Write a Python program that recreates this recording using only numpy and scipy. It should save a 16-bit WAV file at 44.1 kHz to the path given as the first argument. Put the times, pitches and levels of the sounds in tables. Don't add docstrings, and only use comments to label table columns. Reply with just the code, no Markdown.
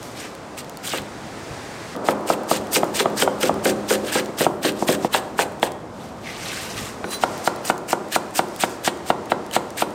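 import sys
import numpy as np
from scipy import signal
from scipy.fft import rfft, irfft
from scipy.io import wavfile

SR = 44100
rng = np.random.default_rng(int(sys.argv[2]) if len(sys.argv) > 2 else 0)


def to_wav(s):
    ch = np.atleast_2d(s).T
    pcm = np.round(np.clip(ch, -1, 1) * 32767)
    wavfile.write(sys.argv[1], SR, pcm.astype(np.int16))


N = 438354
TIME = np.arange(N) / SR
RUN_STOP_S = 0.012

# breakthrough_s, before_s, after_s, ribs_db, leaf_db, burst_db
STROKES = [(0.59, 0.01, 0.015, -37.5, -33.5, -1), (0.93, 0.087, 0.059, -32.5, -32, 2),
           (2.088, 0.031, 0.027, -36.5, -32, 3), (2.302, 0.022, .036, -35.5, -28.5, 7),
           (2.512, 0.017, 0.061, -33.5, -26.5, 8), (2.762, 0.032, 0.015, -27.5, -19.5, 7),
           (3.001, 0.054, 0.028, -30, -25.5, 12), (3.22, .042, 0.018, -28.5, -23, 7),
           (3.431, 0.02, 0.054, -31.5, -27.5, 5), (3.656, 0.0067, 0.053, -29.5, -24.5, -9),
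           (3.906, 0.015, 0.046, -26.5, -24, 2), (4.06, 0.0093, 0.044, -31.5, -33.5, -31),
           (4.15, .027, 0.05, -26, -25, 1), (4.405, 0.017, 0.05, -27, -24.5, 3),
           (4.647, 0.012, .05, -27, -25.5, 6), (4.887, 0.009, 0.062, -29.5, -26, 10.5),
           (5.143, 0.012, 0.041, -29.5, -26, 13), (5.392, 0.004, 0.037, -26.5, -24.5, -7),
           (5.63, 0.0021, .042, -35.5, -30, 6), (7.118, .005, 0.027, -34, -29.5, -3.5),
           (7.238, 0.022, .003, -35.5, -31, 11), (7.475, 0.028, 0.0018, -38.5, -28.5, 13),
           (7.701, 0.049, 0.0018, -34.5, -28.5, 11.5), (7.929, 0.038, .003, -33.5, -27.5, 7),
           (8.158, 0.033, 0.0043, -28, -24, 8), (8.392, 0.036, 0.0012, -30, -24.5, 5),
           (8.611, 0.0065, 0.032, -28.5, -24, 0), (8.878, 0.029, 0.0027, -26, -24.5, 5),
           (9.105, 0.039, 0.0014, -38, -35.5, 16), (9.318, 0.014, .002, -35.5, -36.5, 10),
           (9.563, 0.026, 0.0019, -27, -26.5, 2), (9.821, 0.044, .002, -30, -28, 5)]
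# start_s, knock_db, pitch_hz, thump_db, clack_db, crack_db, shake_db
# at 1.953 s and 7.042 s a soft, ringing tail starts abruptly
BLOWS = [(0.935, -14.5, 663, -27, -27, -30, 1.5), (1.953, -27, 630, -31, -30, -35, 0.5),
         (2.086, -2.5, 667, -19, -13.5, -12, 5), (2.301, -3, 665, -21, -14.5, -33, 5),
         (2.513, -3, 664, -18, -21, -32, 0), (2.764, -14, 783, -23.5, -28, -13, 6.5),
         (2.832, -4.5, 665, -18.5, -21, -23, -11), (3.004, -15, 770, -25.5, -25, -17, 8.5),
         (3.057, -4, 662, -18.5, -22, -22, -5), (3.223, -11.5, 743, -24, -17, -14.5, 10.5),
         (3.276, -5, 720, -23.5, -20, -24, 3.5), (3.432, -19, 708, -21, -20, -17, 0),
         (3.494, -3, 661, -19, -32, -26, 2.5), (3.655, -22.5, 790, -17, -16, -14.5, -2.5),
         (3.907, -15, 759, -19.5, -19, -21, 2), (4.035, -35, 636, -33, -50, -42, 3.5),
         (4.155, -11, 773, -19, -34, -23, 0), (4.291, -30, 700, -28.5, -52, -43, -9),
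         (4.407, -10, 610, -17.5, -46, -15, 0.5), (4.465, -1.5, 687, -17, -18, -42, -11),
         (4.648, -11, 646, -18, -50, -30, 0.5), (4.824, -7.5, 698, -17.5, -47, -30, -15),
         (4.89, -6.5, 613, -14, -48, -25, -3.5), (5.047, -5, 695, -15.5, -44, -26, -14),
         (5.146, -5, 879, -26, -21, -15, 5), (5.39, -7, 900, -21.5, -17, -12, -1),
         (5.629, -3, 700, -20, -31, -11.5, -3.5), (7.042, -19, 764, -29.5, -25, -24, 8),
         (7.236, -2, 714, -23, -13, -17, 7.5), (7.475, -3.5, 717, -22, -13.5, -18, 0),
         (7.699, -3.5, 722, -20.5, -12.5, -18, -6), (7.93, -3, 730, -19, -18, -19, -2.5),
         (8.161, -4, 705, -21.5, -15, -22, 1), (8.392, -2.5, 725, -19.5, -16, -16, -4),
         (8.636, -4.5, 711, -20, -17.5, -13.5, -8), (8.876, -5.5, 712, -20, -20.5, -15, -6),
         (9.102, -1, 697, -18, -15, -15, -4), (9.319, -3, 698, -20, -16.5, -16.5, 2),
         (9.564, -3, 710, -19.5, -19, -18, -2), (9.822, -4.5, 703, -22, -19, -24, 6)]
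# end_s, boom_db, hollow_db, ring_db
RUNS = [(1.9, -2, 0, -3), (5.07, -3, -0.5, -11), (7.0, -2.5, 5.5, 6), (10.2, -6, -10, -16)]


def from_db(db):
    return 10 ** (np.asarray(db) / 20)


def rms_one(x):
    return x / np.sqrt(np.mean(x ** 2) + 1e-20)


def at_hz(table, hz, column=1):
    table = np.array(table)
    return np.interp(np.log(hz), np.log(table[:, 0]), table[:, column])


def gain_curve(table, column=1):
    table = np.array(table)
    return from_db(np.interp(TIME, table[:, 0], table[:, column], left=-200, right=-200))


def butter(x, hz, kind, order=2):
    return signal.sosfilt(signal.butter(order, hz, kind, fs=SR, output="sos"), x)


def colour(x, spectrum):
    hz = np.linspace(0, SR / 2, 2049)
    cepstrum = irfft(np.log(from_db(at_hz(spectrum, hz + 1))))
    fold = np.r_[1, np.full(len(hz) - 2, 2), 1, np.zeros(len(hz) - 2)]
    response = irfft(np.exp(rfft(cepstrum * fold)))
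    return signal.fftconvolve(x, response)[:len(x)]


def add(out, start_s, sound):
    start = max(round(start_s * SR), 0)
    out[start:start + len(sound)] += sound[:N - start]


def modes(table, scatter_db, length_s, pitch_ratio=1):
    hz, db, t60_s = np.array(table).T[:, :, None]
    t = TIME[:round(length_s * SR)]
    strength = from_db(db + scatter_db * rng.standard_normal(hz.shape))
    return strength * np.exp(-np.log(1000) * t / t60_s) * np.sin(2 * np.pi * hz * pitch_ratio * t)


def grains(per_s, spread_db):
    sizes = from_db(spread_db * np.minimum(rng.exponential(1, N), 4.5))
    return (rng.random(N) < per_s / SR) * sizes * rng.choice([-1, 1], N)


def flicker(per_s):
    return rms_one(np.interp(TIME * per_s, np.arange(N), rng.standard_normal(N)))


def leaves(fractures, spectrum, coarse_gain, fine_gain, low_hz, patchy_db, flicker_per_s):
    cells = butter(colour(fractures, spectrum), low_hz, "high")
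    edges_hz = [700, 1500, 2100, 3000, 4500, 6500, 9500, 17000]
    bands = []
    for k, band_hz in enumerate(zip(edges_hz, edges_hz[1:])):
        band_gain = from_db(patchy_db * flicker(flicker_per_s))
        bands.append((-1) ** k * band_gain * butter(cells, band_hz, "band", order=3))
    return coarse_gain * rms_one(sum(bands[:4])) + fine_gain * rms_one(sum(bands[4:]))


def kitchen(rumble_gain_db, drone_gain_db, hiss_gain_db):
    # time_s, rumble_db, drone_db, hiss_db
    levels = [(0.0, -46.5, -33, -45.5), (0.7, -48.5, -33.5, -46), (1.15, -44.5, -33, -42),
              (1.55, -45, -31.5, -39), (1.94, -46, -33, -38.5), (1.97, -49, -24, -46.5),
              (2.6, -47.5, -27.5, -44), (3.6, -43.5, -26.5, -42.5), (4.2, -48.5, -30.5, -42),
              (5.04, -45, -30, -63), (5.1, -45, -31, -45.5), (5.85, -45, -33.5, -51.5),
              (6.8, -43, -31, -47.5), (7.4, -48, -30, -38.5), (7.85, -49.5, -31.5, -49),
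              (8.1, -48.5, -32.5, -45), (9.94, -48.5, -32.5, -46.5)]
    # freq_hz, level_db
    air = [(15, -49), (25, -24), (92, -4), (161, -2), (263, 3), (531, 2.5), (591, 1), (659, 2.5),
           (1190, -4), (2840, -20.5), (5000, -22.5), (8590, -27), (10700, -36), (14000, -41), (16000, -47)]
    low, middle, top = [colour(rng.standard_normal(N), air) for _ in range(3)]
    rumble = gain_curve(levels, 1) * rms_one(butter(low, 198, "low", order=4))
    drone = gain_curve(levels, 2) * rms_one(butter(middle, [220, 1600], "band", order=4))
    hiss = gain_curve(levels, 3) * rms_one(butter(top, 1720, "high", order=4))
    return from_db(rumble_gain_db) * rumble + from_db(drone_gain_db) * drone + from_db(hiss_gain_db) * hiss


def bumps(gain_db):
    # start_s, level_db
    contacts = [(0.009, -35), (0.998, -30), (1.188, -37), (1.51, -29), (2.599, -30), (3.582, -30),
                (6.756, -26), (6.817, -25)]
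    # freq_hz, level_db, t60_s
    frame = [(76, -23, .16), (107, 2, 0.25), (144, 3, .12), (205, -5, 0.12)]
    out = np.zeros(N)
    for start_s, level_db in contacts:
        thud = modes(frame, scatter_db=1.5, length_s=0.3).sum(0)
        add(out, start_s, from_db(level_db + gain_db) * thud / np.abs(thud).max())
    return out


def snaps(gain_db, decay_s):
    # start_s, level_db
    breaks = [(0.0295, -25), (0.351, -29), (0.646, -29), (0.772, -23), (0.975, -18), (1.964, -25),
              (2.67, -27), (4.2594, -23), (5.598, -29), (5.7094, -45), (6.768, -26), (6.891, -28),
              (8.5622, -19), (9.5123, -27)]
    out, t = np.zeros(N), TIME[:SR // 40]
    for start_s, level_db in breaks:
        noise = rng.standard_normal(len(t)) * np.exp(-t / decay_s)
        burst = butter(noise, [2000, 10000], "band", order=1)
        add(out, start_s, from_db(level_db + gain_db) * burst / np.abs(burst).max())
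    return out


def sweeps(rub_gain_db, rustle_gain_db, fade_db):
    # fastest_s, rise_s, fall_s, rub_db, rustle_db
    moves = [(0.034, 0.046, 0.15, -42.5, -47), (0.204, 0.056, 0.1, -33, -41),
             (4.815, 0.059, 0.063, -39, -40), (5.055, 0.053, .02, -34, -39.5), (6.05, .12, 0.1, -44.5, -51),
             (6.28, 0.049, 0.11, -37, -46), (6.552, .23, 0.27, -29, -36.5),
             (6.775, 0.017, 0.06, -30.5, -37), (6.85, 0.055, 0.082, -33.5, -38.5),
             (7.36, 0.35, 0.11, -55, -46), (8.72, 0.24, 0.055, -48, -44)]
    # freq_hz, level_db
    spectrum = [(710, -26), (1200, 10.5), (1340, 1), (1520, 7), (1660, 1), (1950, 3.5), (3250, 2.5),
                (8720, -6.5), (10800, -10), (14200, -13), (16000, -23)]
    power = np.zeros((2, N))
    for fastest_s, rise_s, fall_s, rub_db, rustle_db in moves:
        away = np.clip(np.maximum((fastest_s - TIME) / rise_s, (TIME - fastest_s) / fall_s), 0, 10)
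        peaks = from_db([rub_db + rub_gain_db, rustle_db + rustle_gain_db])
        power += np.outer(peaks, from_db(-fade_db * away ** 1.6)) ** 2
    rub, rustle = np.sqrt(power)
    fractures = grains(per_s=7400, spread_db=2.0)
    return leaves(fractures, spectrum, rub, rustle, low_hz=1300, patchy_db=2.0, flicker_per_s=68)


def crunch(ribs_gain_db, leaf_gain_db):
    # freq_hz, level_db
    spectrum = [(530, -32), (900, 6.5), (1020, 1), (1340, 6), (2090, 3), (2300, 4.5), (3040, 5.5),
                (4920, -0.5), (5610, -3.5), (8350, -1.5), (10600, -9), (12700, -7.5), (14400, -6),
                (15400, -14), (16000, -18)]
    entry_db, exit_db = (3.5, 1.1), (0.5, 4)
    bite_db_per_s, stop_db_per_s = 1200, 950
    burst_s, leaf_burst_share = 0.0052, 0.32
    power = np.zeros((2, N))
    for breakthrough_s, before_s, after_s, ribs_db, leaf_db, burst_db in STROKES:
        near = np.abs(TIME - breakthrough_s) < 0.15
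        t = TIME[near] - breakthrough_s
        onset_db = np.outer(entry_db, np.clip(-t / before_s, 0, 1))
        onset_db += bite_db_per_s * np.maximum(-t - before_s, 0)
        release_db = np.outer(exit_db, np.clip(t / after_s, 0, 1))
        release_db += stop_db_per_s * np.maximum(t - after_s, 0)
        break_db = burst_db * np.exp(-np.abs(t) / burst_s)
        cut_db = np.array([ribs_db + ribs_gain_db + break_db,
                           leaf_db + leaf_gain_db + leaf_burst_share * break_db])
        power[:, near] += from_db(cut_db - onset_db - release_db) ** 2
    ribs, leaf = np.sqrt(power)
    fractures = grains(per_s=6000, spread_db=3.0)
    return leaves(fractures, spectrum, ribs, leaf, low_hz=900, patchy_db=2.5, flicker_per_s=130)


def blade(cuts, scrape_gain_db, cut_gain_db):
    # freq_hz, level_db, t60_s
    steel = [(2720, -2, 0.041), (3330, -9, .04), (4025, 0, 0.16), (4550, -3, 0.036), (5860, -2, .08),
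             (6560, -13, 0.12), (8100, -9, .05), (8800, -5.5, 0.098), (9510, -3, 0.039), (9950, 1, 0.05),
             (11500, -15, 0.075), (12800, -12, .12), (14200, -15, .06), (15436, -16, .1)]
    # time_s, level_db
    scrape = [(7.04, -51), (7.11, -40), (7.135, -30), (7.155, -34), (7.18, -60)]
    response = modes(steel, scatter_db=0.5, length_s=0.35).sum(0)
    friction = gain_curve(scrape) * rms_one(grains(per_s=9700, spread_db=2.6))
    drive = from_db(scrape_gain_db) * friction + from_db(cut_gain_db) * butter(cuts, 9600, "high")
    return signal.fftconvolve(drive, response / np.linalg.norm(response))[:N]


def scraps(chance, min_peak_db):
    out, t = np.zeros(N), TIME[:SR // 100]
    draws = rng.random((len(STROKES), 4))
    for (stroke_s, *_), (luck, delay, size, pitch) in zip(STROKES, draws):
        noise = rng.standard_normal(len(t)) * np.exp(-t / 0.0014)
        tick = butter(noise, [2200 + 2500 * pitch, 11000], "band", order=1)
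        if luck < chance:
            peak = from_db(min_peak_db + 11 * size)
            add(out, stroke_s + 0.07 + 0.1 * delay, peak * tick / np.abs(tick).max())
    return out


def board_knock(pitch_hz, thump_db, knock_db, clack_db, crack_db):
    # freq_hz, level_db, t60_s
    plastic = [(206, -4, 0.019), (263, -1, 0.023), (343, 3, 0.026), (523.2, -11, 0.09), (663, 3.5, 0.014),
               (754, 3, 0.022), (873, 11, 0.0087), (1222, -0.5, 0.02), (1403, 8, 0.022), (1490, -7, 0.041),
               (1718, -5, 0.027), (1965, -5, 0.023), (2165, 7.5, 0.0083), (2810, -0.5, 0.0078),
               (3110, -6.5, 0.009), (3480, 8, 0.0038)]
    reference_hz, contact_hz, landing_s = 725, 1760, 0.0017
    pitch_ratio = pitch_hz / reference_hz
    ringing = modes(plastic, scatter_db=1.0, length_s=0.06, pitch_ratio=pitch_ratio)
    ringing *= 1 - np.exp(-TIME[:ringing.shape[1]] / landing_s)
    register = np.digitize(np.array(plastic)[:, 0] * pitch_ratio, [550, 1120, 1650])
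    low, middle, high, top = [rms_one(ringing[register == k].sum(0)) for k in range(4)]
    body = from_db(thump_db) * low + from_db(knock_db) * middle - from_db(clack_db) * high
    crack = from_db(crack_db) * butter(top, 2050, "high")
    return butter(body, contact_hz, "low", order=7) + crack


def table_ring(start_s, push_db):
    # freq_hz, level_db, t60_s
    steel = [(175.4, -7, 0.46), (207.7, 0, 1), (235, -10.5, 0.64), (277.4, 1.5, 0.32), (311.4, -2.5, 1),
             (363.6, 0.5, 0.33), (387.7, 3, 0.71), (442.6, 0.5, 0.13), (505.7, 0.5, 0.32),
             (542.3, -3.5, 0.53), (602, -8.5, 0.69), (687, 0, 0.35), (768, -3.5, 0.76), (837, -5, 0.32)]
    end_s, *run_db = next(run for run in RUNS if start_s < run[0])
    register_db = np.array(run_db) + [-4.5, 0.5, 0.5]
    register = np.digitize(np.array(steel)[:, 0], [420, 650])
    strengths = from_db(push_db + register_db[register]) * (-1) ** np.arange(len(steel))
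    ring = strengths @ modes(steel, scatter_db=2.5, length_s=0.6)
    return ring * np.clip((end_s - start_s - TIME[:len(ring)]) / RUN_STOP_S, 0, 1)


def chopping(cushion, low_hz):
    board, table = np.zeros(N), np.zeros(N)
    for start_s, knock_db, pitch_hz, thump_db, clack_db, crack_db, shake_db in BLOWS:
        knock = board_knock(pitch_hz, thump_db - 7.5, knock_db - 17.5, clack_db - 14, crack_db - 14)
        add(board, start_s, knock)
        push_db = shake_db + thump_db + cushion * (thump_db - knock_db)
        add(table, start_s, table_ring(start_s, push_db))
    return butter(board + table, low_hz, "high", order=3), butter(board, low_hz, "high")


def pops(t60_s):
    # start_s, level_db, pitch_hz
    ribs = [(2.762, -19, 2520), (3.222, -7, 3120), (3.431, -11.5, 3200), (3.655, -22, 3010),
            (5.629, -11.5, 3300), (9.512, -25, 3050)]
    out = np.zeros(N)
    for start_s, level_db, pitch_hz in ribs:
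        add(out, start_s, modes([(pitch_hz, level_db, t60_s)], scatter_db=0, length_s=0.04)[0])
    return out


def glove():
    # time_s, level_db
    rasp = [(6.235, -55.5), (6.26, -34.5), (6.3, -38), (6.34, -45), (6.4, -60)]
    friction = butter(grains(per_s=885, spread_db=1.6), [1850, 2500], "band")
    return gain_curve(rasp) * rms_one(friction)


def hall(x, build_s):
    # freq_hz, level_db, t60_s
    reverb = [(100, -4, 0.79), (208, -7, 1), (433, 0, 1), (725, -15, 1), (1030, -2.5, 0.36),
              (1580, -15, 0.78), (3460, -17.5, 0.63), (8000, -14, 0.48), (15000, -20, 0.77)]
    t, response = TIME[:SR], 0
    edges_hz = 70 * 2 ** np.arange(0, 8.1, 0.5)
    for low_hz, high_hz in zip(edges_hz, edges_hz[1:]):
        centre_hz = np.sqrt(low_hz * high_hz)
        t60_s = at_hz(reverb, centre_hz, column=2)
        fade = np.exp(-np.log(1000) * t / t60_s) * (1 - np.exp(-t / build_s))
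        noise = butter(rng.standard_normal(len(t)), [low_hz, high_hz], "band")
        response += from_db(at_hz(reverb, centre_hz)) * noise * fade / np.linalg.norm(fade)
    return signal.fftconvolve(x, response)[:N]


def echo_gate():
    gate = np.ones(N)
    for end_s, *_ in RUNS[:-1]:
        resume_s = min(start_s for start_s, *_ in BLOWS if start_s > end_s)
        gate *= np.clip(np.maximum(end_s - TIME, TIME - resume_s) / RUN_STOP_S, 0, 1)
    return gate


def spread(mid, side_gain_db):
    # freq_hz, level_db
    width = [(60, -27), (110, -21), (200, -47), (380, -35), (700, -47), (1290, -34), (2380, -21),
             (4400, -18.5), (8120, -15.5), (15000, -12)]
    t = TIME[:SR // 60]
    scatter = rng.standard_normal(len(t)) * np.exp(-t / 0.0058)
    reflections = signal.fftconvolve(mid, scatter / np.linalg.norm(scatter))[:N]
    side = from_db(side_gain_db) * colour(reflections, width)
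    return np.array([mid + side, mid - side])


def scene():
    blows, hall_send = chopping(cushion=0.51, low_hz=150)
    cuts = crunch(ribs_gain_db=1.5, leaf_gain_db=-2.02)
    cabbage = cuts + sweeps(rub_gain_db=-3.5, rustle_gain_db=1.0, fade_db=11.5) + glove()
    cabbage += scraps(chance=0.9, min_peak_db=-35)
    cabbage += pops(t60_s=0.017) + snaps(gain_db=0.5, decay_s=0.001)
    steel = blade(cuts, scrape_gain_db=1.5, cut_gain_db=-8.5)
    echoes = echo_gate() * hall(hall_send + cabbage, build_s=0.00069)
    background = kitchen(rumble_gain_db=4.0, drone_gain_db=-4.5, hiss_gain_db=-0.5)
    mid = blows + cabbage + steel + bumps(gain_db=1.0) + echoes + background
    return spread(mid, side_gain_db=-9.0)


def record(dry):
    ceiling, stopband_hz = 0.95, 16700
    rounded = dry / (1 + (dry / ceiling) ** 4) ** 0.25
    low_pass = signal.cheby2(16, 70, stopband_hz, fs=SR, output="sos")
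    return signal.sosfilt(low_pass, butter(rounded, 25, "high"))


dry = scene()
out = record(dry)
to_wav(out)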